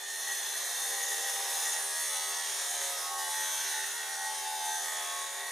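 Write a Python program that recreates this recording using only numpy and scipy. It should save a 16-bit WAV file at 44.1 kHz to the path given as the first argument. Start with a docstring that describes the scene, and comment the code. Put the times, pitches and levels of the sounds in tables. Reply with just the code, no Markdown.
"""A diamond saw grinds a small hand-held stone, close to a pair of microphones in a small workshop.
The wet rim turns about 79 times a second; its grit scrapes a slowly wearing pattern each turn and loose
chips add fresh hiss. A harder feed is louder and brighter. In spells a blade mode sings, or the stone
bounces and chatters at multiples of the shaft speed; the rim squeals as it bites, and later the
skipping stone knocks the blade. Motor hum and room rumble lie underneath."""
import sys
import numpy as np
from scipy import signal
from scipy.fft import rfft, irfft
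from scipy.io import wavfile
from scipy.ndimage import uniform_filter1d, map_coordinates

SR = 44100
rng = np.random.default_rng(int(sys.argv[2]) if len(sys.argv) > 2 else 0)


def unload_audio(sound):
    """Save the sound as a 16-bit wav file, at the path given as the first command line argument."""
    columns = np.transpose(np.atleast_2d(sound))
    # keep every value between -1 and 1, then stretch to whole-number steps
    steps = np.round(np.clip(columns, -1, 1) * 32767)
    wavfile.write(sys.argv[1], SR, steps.astype(np.int16))


N = 242991
TIME = np.arange(N) / SR
FREQ = np.maximum(np.arange(N // 2 + 1) * SR / N, 1)

# Borders in Hz between the saw's five bands: bench and guard, blade bending, rasp, rim screech, hiss.
BAND_EDGES_HZ = [1420, 2360, 4850, 7180]


def undb(db):
    """Decibels to gain."""
    return 10 ** (np.asarray(db) / 20)


def unit(x):
    """Scale to rms 1."""
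    return x / np.sqrt(np.mean(x ** 2))


def steady(x):
    """Scale to rms 1 over every tenth of a second, keeping the fast grain."""
    return x / np.sqrt(uniform_filter1d(x ** 2, size=SR // 10))


def curve(points):
    """One value per sample from (seconds, value) points."""
    return np.interp(TIME, *np.transpose(points))


def colour(points):
    """Gain at every frequency from (Hz, dB) points."""
    hz, db = np.transpose(points)
    return undb(np.interp(np.log(FREQ), np.log(hz), db))


def shape(x, gain):
    """Filter by a gain per frequency."""
    return irfft(rfft(x) * gain, N)


def walk(rate_hz):
    """Smooth random drift of rms 1, reaching up to about rate_hz."""
    return unit(shape(rng.standard_normal(N), np.exp(-(FREQ / rate_hz) ** 2)))


def rim_grit(turns, life_turns, sign=1):
    """Grit passes the stone each turn and wears into a new pattern; a negative sign flips it each turn."""
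    cells = 560
    kept = np.exp(-1 / life_turns)
    carry = sign * kept
    grit = rng.standard_normal((int(turns[-1]) + 2, cells))
    worn, _ = signal.lfilter([np.sqrt(1 - kept ** 2)], [1, -carry], grit[1:], axis=0, zi=carry * grit[:1])
    return unit(map_coordinates(worn.ravel(), [turns * cells], order=3, mode="nearest"))


def cutting_force(turns, repeat, life_turns, wobble, flutter_db):
    """Rim grit and fresh chips push on the stone, pulsing once a turn as the blade runs out of true."""
    # Each row: time in seconds, share of the pattern that flips on alternate turns as the stone rocks.
    rocking = [(0, 0.05), (2.2, 0), (2.55, 0.27), (2.85, 0.18), (3.2, 0), (4.6, 0.03), (5.5, 0.22)]
    rock = curve(rocking)
    spot = turns + 0.00036 * walk(25)  # the point of contact trembles along the rim
    pattern = np.sqrt(1 - rock) * rim_grit(spot, life_turns)
    pattern += np.sqrt(rock) * rim_grit(spot, life_turns, sign=-0.98)
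    force = np.sqrt(repeat) * pattern + np.sqrt(1 - repeat) * rng.standard_normal(N)
    # the high spot never presses twice alike, and creeps round the rim as the stone shifts
    depth = wobble * (1 + 0.5 * walk(35))
    press = 1 + depth * np.cos(2 * np.pi * turns + walk(3.2))
    return force * press * undb(flutter_db * walk(42))


def saw_response():
    """Stone, blade and guard resonate above a broad scrape, with gaps where neighbouring modes cancel."""
    # Each row: frequency in Hz, gain of the broad scrape in dB.
    scrape = [(30, -78), (85, -70), (150, -35.5), (320, -37), (400, -13), (500, -12.5), (700, -6),
              (1350, -9.5), (1650, -5.5), (2500, -11), (3800, -5.5), (4750, -9.5), (6400, -7), (9300, -13),
              (12300, -14), (15000, -23.5)]
    # Each row of both: centre in Hz, width in Hz, gain in dB.
    modes = [(855, 79, -5), (1126, 37, -6.5), (1883, 60, -1.5), (2680, 41, -4), (2980, 34, -11),
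             (3556, 370, -2.5), (4360, 130, -11), (5200, 65, -7.5), (5760, 79, -4), (6155, 160, -2),
             (6480, 85, 0.5), (6870, 105, -2), (7860, 100, -9), (8510, 260, -4.5), (8950, 120, -7),
             (9210, 180, -1.5), (9670, 250, -4.5), (9870, 180, -2.5), (10100, 150, -10), (10770, 220, -8.5),
             (11750, 170, -11.5), (12800, 170, -8.5), (13800, 170, -11.5)]
    gaps = [(1380, 47, -2.5), (2430, 270, -2), (2850, 62, -2), (4840, 125, -3), (12570, 210, -5)]
    power = colour(scrape) ** 2
    bass_loss = 1 + (380 / FREQ) ** 8  # small parts radiate almost no bass
    for hz, width, db in modes:
        detuning = (FREQ / hz - hz / FREQ) * hz / width
        power += undb(db) ** 2 / (1 + detuning ** 2) / bass_loss
    gaps_db = sum(db * np.exp(-((FREQ - hz) / width) ** 2) for hz, width, db in gaps)
    return np.sqrt(power) * undb(gaps_db)


def grinding(turns, repeat, force, flicker_db):
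    """The cutting force rings the saw in five bands; the brighter ones gain most as the feed grows."""
    # Each row: time in seconds, how hard the hand feeds the stone in dB.
    feed = [(0.0, -45.5), (0.1, -40), (0.33, -36.5), (0.66, -36), (0.82, -35), (1.41, -35), (1.67, -32.5),
            (1.81, -35.5), (2.17, -34.5), (2.26, -36), (2.86, -35), (2.94, -37), (3.055, -36.5),
            (3.085, -38.5), (3.165, -39), (3.185, -36), (3.27, -36.5), (3.54, -33.5), (3.8, -35.5),
            (4.01, -38), (4.58, -38.5), (4.7, -36.5), (5.0, -37), (5.45, -40.5)]
    # Each row: time in seconds, level of bench and guard in dB before bench_lift_db is added.
    bench = [(0, -59), (0.45, -55), (1.2, -54.5), (1.5, -51.5), (2.0, -54), (2.75, -53), (3.3, -54),
             (4.2, -58.5), (5.0, -53), (5.5, -54.5)]
    # The four upper bands. Each row: level in dB at the usual feed, dB gained per dB of feed.
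    blade_bands = [(-46, 0.5), (-43.5, 0.71), (-40.5, 1.0), (-38.5, 1.12)]
    usual_feed_db, bench_lift_db, spray_share = -35, 6, 0.13
    # heavy parts follow the rim most faithfully, the hiss of water and slurry least
    heavy = cutting_force(turns, repeat + 0.067, life_turns=17.2, wobble=0.035, flutter_db=0.5)
    wet = np.sqrt(1 - spray_share) * force + np.sqrt(spray_share) * rng.standard_normal(N)
    highpass = [1] + [1 / (1 + (hz / FREQ) ** 20) for hz in BAND_EDGES_HZ] + [0]
    feed_db = curve(feed) - usual_feed_db
    levels = [curve(bench) + bench_lift_db] + [db + growth * feed_db for db, growth in blade_bands]
    response, out = saw_response(), 0
    for k, (drive, db) in enumerate(zip([heavy, force, force, force, wet], levels)):
        band = steady(shape(drive, response * (highpass[k] - highpass[k + 1])))
        # each part takes up the force a little differently as the stone shifts
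        out += band * undb(db + flicker_db * walk(14.6))
    return out


def treble_shimmer(x, depth_db, span_hz, hold_s):
    """Narrow patches of the treble swell and fade on their own."""
    hz, s, bands = signal.stft(x, SR, nperseg=1024)
    grid = np.meshgrid(hz / span_hz, s / hold_s, indexing="ij")
    patches = map_coordinates(rng.standard_normal((400, 200)), grid, order=3, mode="mirror")
    gain = undb(depth_db * patches * (hz > BAND_EDGES_HZ[1])[:, None])
    gain /= np.sqrt(np.mean(gain ** 2, axis=1, keepdims=True))
    return signal.istft(bands * gain, SR, nperseg=1024)[1][:N]


def blade_singing(force, fade_s):
    """Friction feeds a blade mode for a while; it swells to a steady size and dies away."""
    # Each row: start and end in seconds, pitch in Hz, width in Hz, held level in dB.
    spells = [ (0.0, 1.394, 1850, 265, -52.5), (0.046, 1.473, 11880, 130, -53), (0.08, 0.7, 6280, 400, -53),
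              (0.083, 0.67, 3460, 110, -50.5), (0.043, 1.013, 4240, 129.9, -53),
              (0.676, 1, 3620, 170, -45.5), (.8, 1.8, 6600, 120, -52), (1.37, 1.749, 5150, 60, -49.5),
              (1.4, 2.3, 10650, 900, -53), (1.53, 1.793, 3530, 200, -52), (1.6, 2.26, 9600, 700, -47.5),
              (1.696, 2.96, 8560, 500, -51), (1.75, 2.076, 1663, 25.2, -50.5), (1.86, 2.457, 5540, 51, -55),
              (1.987, 2.226, 3480, 72, -43.5), (1.99, 2.35, 3020, 97.2, -57),
              (2.15, 2.905, 6570, 260, -52.5), (3.185, 3.738, 3386, 42.3, -50.5),
              (3.14, 3.89, 5745, 28, -53), (3.398, 3.857, 12920, 238, -56.5), (3.306, 3.8, 7290, 120, -52),
              (3.3, 4.348, 1490, 207.1, -51), (3.55, 3.982, 3670, 252, -55), (3.656, 3.954, 2680, 60, -55),
              (3.91, 4.65, 9260, 130, -57), (4.37, 4.816, 3810, 171, -54), (4.42, 4.849, 3580, 200, -54),
              (4.6, 5.7, 1760, 601, -57.5), (4.553, 4.9, 6150, 422, -43), (4.89, 5.357, 3385, 110, -51.5),
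              (4.805, 5.594, 2290, 326, -59)]
    out = np.zeros(N)
    for start, end, hz, width, db in spells:
        now = (TIME > start) & (TIME < end)
        pole = np.exp((2j * np.pi * hz - np.pi * width) / SR)
        ring = signal.lfilter([1], np.poly([pole, pole]), force[now])
        ring /= np.sqrt(uniform_filter1d(np.abs(ring) ** 2, size=1500))
        to_edge_s = np.minimum(TIME[now] - start, end - TIME[now])
        out[now] += undb(db) * np.minimum(to_edge_s / fade_s, 1) * unit(ring.real)
    return out


def motor_hum(turns, waver_db, magnet_db):
    """The drive hums on multiples of the shaft speed, with a magnetic tone at eight times the mains."""
    # Each row: multiple of the shaft speed, level in dB.
    harmonics = [(2, -92.5), (3, -94.5), (6, -82.5)]
    mains_hz, hum = 50, 0
    for order, db in harmonics:
        gain = undb(db + waver_db * walk(5.2))
        hum += gain * unit(np.sin(2 * np.pi * order * turns + 0.5 * walk(41)))
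    magnet = unit(np.sin(2 * np.pi * 8 * mains_hz * TIME) * undb(2 * walk(41)))
    return hum + undb(magnet_db) * magnet


def bounce_strength(tone_hz):
    """Each spell of bouncing lifts a chatter tone near the held stone's resonance, then lets it fall."""
    # Each row: start and end in seconds, resonance in Hz, relative peak level in dB.
    # A row sounds only if its end lies after its start.
    spells = [ (0.0, 0.26, 1850, -51.5), (0.05, 0.66, 804, -55.5), (0.233, 0.38, 1900, -42),
              (0.257, 0.3, 868, -56), (0.375, 0.72, 1910, -52), (0.399, 2.1, 515, -53),
              (0.502, 1.404, 1914, -53), (0.618, 2.06, 807, -47), (0.732, 0.89, 1860, -61),
              (0.992, 1.38, 1890, -45.5), (1.29, 1.2, 834, -49), (1.33, 1.5, 1895, -53),
              (1.442, 1.5, 830, -52), (1.48, 1.58, 1870, -46), (1.647, 1.71, 1870, -42),
              (1.728, 1.815, 1885, -48), (1.82, 1.6, 1910, -55), (1.9, 2.6, 1950, -51.5),
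              (1.942, 2.11, 1877, -46.5), (2.0, 2.35, 553, -56.5), (2.048, 2.4, 1265, -52),
              (2.072, 2.26, 910, -50), (2.2, 2.5, 1107, -57), (2.23, 2.53, 1910, -49.5),
              (2.27, 2.5, 830, -55), (2.248, 2.6, 710, -59), (2.55, 2.93, 1780, -53), (2.66, 3.2, 700, -52),
              (2.69, 2.75, 785, -47), (2.722, 3.04, 555, -52.5), (2.738, 3.24, 1264, -50),
              (2.99, 3.34, 1088, -43), (3.048, 3.3, 790, -46.5), (3.1, 3.6, 870, -46),
              (3.145, 3.31, 1860, -44.5), (3.24, 3.8, 1110, -50), (3.298, 3.513, 1862, -42),
              (3.428, 3.732, 866, -48.5), (3.5, 3.925, 1790, -48.5), (3.555, 3.5, 1885, -44),
              (3.66, 4, 1850, -47), (3.668, 3.904, 844, -43.5), (3.722, 4.7, 1101, -56),
              (3.928, 4, 940, -52), (3.95, 4.05, 1870, -45), (3.978, 4.18, 830, -46.5),
              (4.04, 4.193, 1860, -49), (4.153, 4.45, 870, -44), (4.17, 4.335, 1890, -45.5),
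              (4.1, 4.4, 825, -45.5), (4.388, 4.62, 850, -39.5), (4.42, 4.56, 1920, -50),
              (4.472, 4.83, 870, -38.5), (4.5, 4.9, 1580, -48.5), (4.501, 4.912, 820, -50),
              (4.55, 5.7, 696, -52), (4.58, 4.85, 1880, -57), (4.75, 5.1, 1120, -49.5),
              (4.75, 6.2, 1630, -58), (4.758, 5.1, 854, -47.5), (4.758, 5.4, 1260, -55),
              (4.822, 5.035, 1856, -46), (4.98, 5.33, 1101, -44.5), (5.04, 5.29, 1810, -49),
              (4.75, 6.2, 530, -58), (5.28, 5.7, 700, -55), (5.3, 5.6, 1110, -48),
              (5.297, 5.673, 990, -53.5), (5.358, 5.577, 1920, -44.5)]
    width_hz = 61.2
    power = np.zeros(N)
    for start, end, hz, db in spells:
        now = (TIME > start) & (TIME < end)
        arch = np.abs(np.sin(np.pi * (TIME[now] - start) / (end - start))) ** 0.75
        nearness = np.exp(-((tone_hz - hz) / width_hz) ** 2)
        power[now] += (undb(db) * arch * nearness) ** 2
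    return np.sqrt(power)


def stone_chatter(turns, repeat, gain_db, waver, slip_cycles, scatter):
    """The stone bounces in step with the blade; its tones waver most while the contact is loose."""
    # Multiples of the shaft speed at which the stone can chatter.
    orders = [6, 7, 8, 9, 10, 11, 12, 14, 16, 20, 21, 22, 23, 24, 25]
    looseness = waver * np.sqrt(1 - repeat)
    shaft_hz = turns[-1] / TIME[-1]
    hardness = 1 + scatter * walk(49)  # no two bounces are equally hard
    out = 0
    for order in orders:
        swing = 1 + looseness * (walk(19) + 1j * walk(20))
        cycles = order * turns + rng.random() + slip_cycles * walk(3.8)  # the contact slips along the rim
        tone = unit(hardness * np.real(swing * np.exp(2j * np.pi * cycles)))
        out += bounce_strength(order * shaft_hz) * tone
    return undb(gain_db) * out


def room_rumble(level_db, swell_db):
    """Dull noise of the room and the belt drive."""
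    # Each row: frequency in Hz, relative level in dB.
    spectrum = [(25, -12), (55, -22), (85, -30), (140, 6), (260, 3), (400, 15), (1000, -42)]
    noise = unit(shape(rng.standard_normal(N), colour(spectrum)))
    return noise * undb(level_db + swell_db * walk(8.5))


def rim_bites(width_hz, rise_s):
    """The rim squeals briefly where it catches on the stone."""
    # Each row: start in seconds, pitch in Hz, level at the crest in dB.
    squeals = [(0.3146, 6430, -36), (0.3674, 6260, -40), (0.4293, 6480, -42), (0.571, 9840, -36),
               (0.8189, 6460, -32), (0.88, 9600, -36.5), (1.0319, 6400, -32), (1.1078, 6550, -44),
               (1.1736, 6320, -37), (1.4132, 6500, -41), (1.5633, 6570, -39), (1.6671, 6340, -43),
               (1.72, 6560, -37), (2.4508, 6300, -43), (2.4991, 6600, -40), (2.7041, 6640, -41)]
    rasp, out = walk(width_hz), 0
    for start, hz, db in squeals:
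        swell = np.exp(-((TIME - start - rise_s) / rise_s) ** 2)
        out += undb(db) * swell * unit(rasp * np.sin(2 * np.pi * hz * TIME))
    return out


def blade_knocks(ring_hz, rise_s):
    """The stone skips and knocks the blade into bending, then damps it within milliseconds."""
    # Each row: start in seconds, peak level in dB.
    knocks = [(2.816, -32.5), (3.728, -37), (3.742, -34), (3.779, -40), (3.792, -33), (3.805, -35),
              (3.843, -33)]
    out = 0
    for start, db in knocks:
        age = np.maximum(TIME - start, 0) / rise_s
        ring = np.sin(2 * np.pi * (ring_hz * TIME + rng.random()))
        out += undb(db) * age * np.exp(1 - age) * ring
    return out


def workshop(x, t60_s, first_echo_s):
    """The nearby walls answer differently at the left and right microphones."""
    # Each row: frequency in Hz, reflections against the direct sound in dB.
    walls = [(100, -20), (700, -14), (1300, -12), (2400, -11.5), (4400, -7.5), (8100, -15.5),
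             (11000, -11.5), (14000, -4.5)]
    # Each row: frequency in Hz, left microphone minus right in dB.
    balance = [(380, 0.5), (1290, -1.5), (4400, -0.6), (8100, 0), (15000, .5)]
    echoes = rfft(rng.standard_normal(N) * undb(-60 * TIME / t60_s))
    echoes /= np.abs(echoes)  # flat in level, scattered in phase
    delay = np.exp(-2j * np.pi * FREQ * first_echo_s)
    side = shape(x, echoes * delay * colour(walls))
    lean = np.sqrt(colour(balance))
    return np.array([shape(x + side, lean), shape(x - side, 1 / lean)])


def scene():
    """The saw at work, as it reaches the two microphones; the turning shaft sets the pace."""
    # Each row: time in seconds, shaft speed in turns per second.
    shaft_speed = [(0.0, 79.53), (0.5, 79.41), (1.0, 79.32), (1.3, 79.28), (1.7, 79.15), (2.0, 79.09),
                   (2.25, 79.17), (2.55, 79.13), (2.85, 79.04), (3.2, 78.75), (3.65, 78.61), (4.1, 78.71),
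                   (4.35, 78.61), (4.65, 78.33), (4.9, 78.54), (5.15, 78.63), (5.5, 78.82)]
    # Each row: time in seconds, base share of the scraping that repeats with the rim, from 0 to 1.
    repeat_share = [(0.0, 0.54), (0.5, 0.41), (1.0, 0.47), (1.3, 0.33), (1.7, 0.49), (2.0, 0.85),
                    (2.25, 0.78), (2.55, 0.78), (2.85, 0.82), (3.2, 0.7), (3.65, 0.71), (4.1, 0.7),
                    (4.35, 0.67), (4.65, 0.89), (4.9, 0.71), (5.15, 0.86), (5.5, 0.78)]
    turns = np.cumsum(curve(shaft_speed)) / SR
    repeat = curve(repeat_share)
    force = cutting_force(turns, repeat + 0.033, life_turns=13, wobble=0.048, flutter_db=0.34)
    saw = grinding(turns, repeat, force, flicker_db=0.75)
    saw = treble_shimmer(saw, depth_db=1.88, span_hz=139.5, hold_s=0.2141)
    saw += blade_singing(force, fade_s=0.14)
    saw += motor_hum(turns, waver_db=5.5, magnet_db=-63.5)
    saw += stone_chatter(turns, repeat, gain_db=0.77, waver=0.33, slip_cycles=0.063, scatter=0.067)
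    saw += rim_bites(width_hz=220, rise_s=0.007)
    saw += blade_knocks(ring_hz=1864, rise_s=0.0016)
    rumble = room_rumble(level_db=-78, swell_db=1)
    return workshop(saw + rumble, t60_s=0.5, first_echo_s=0.02)


def record(dry):
    """The recorder cuts the highest treble steeply."""
    top_hz = 15400
    return signal.sosfilt(signal.ellip(12, 0.1, 80, top_hz, fs=SR, output="sos"), dry)


dry = scene()
out = record(dry)
unload_audio(out)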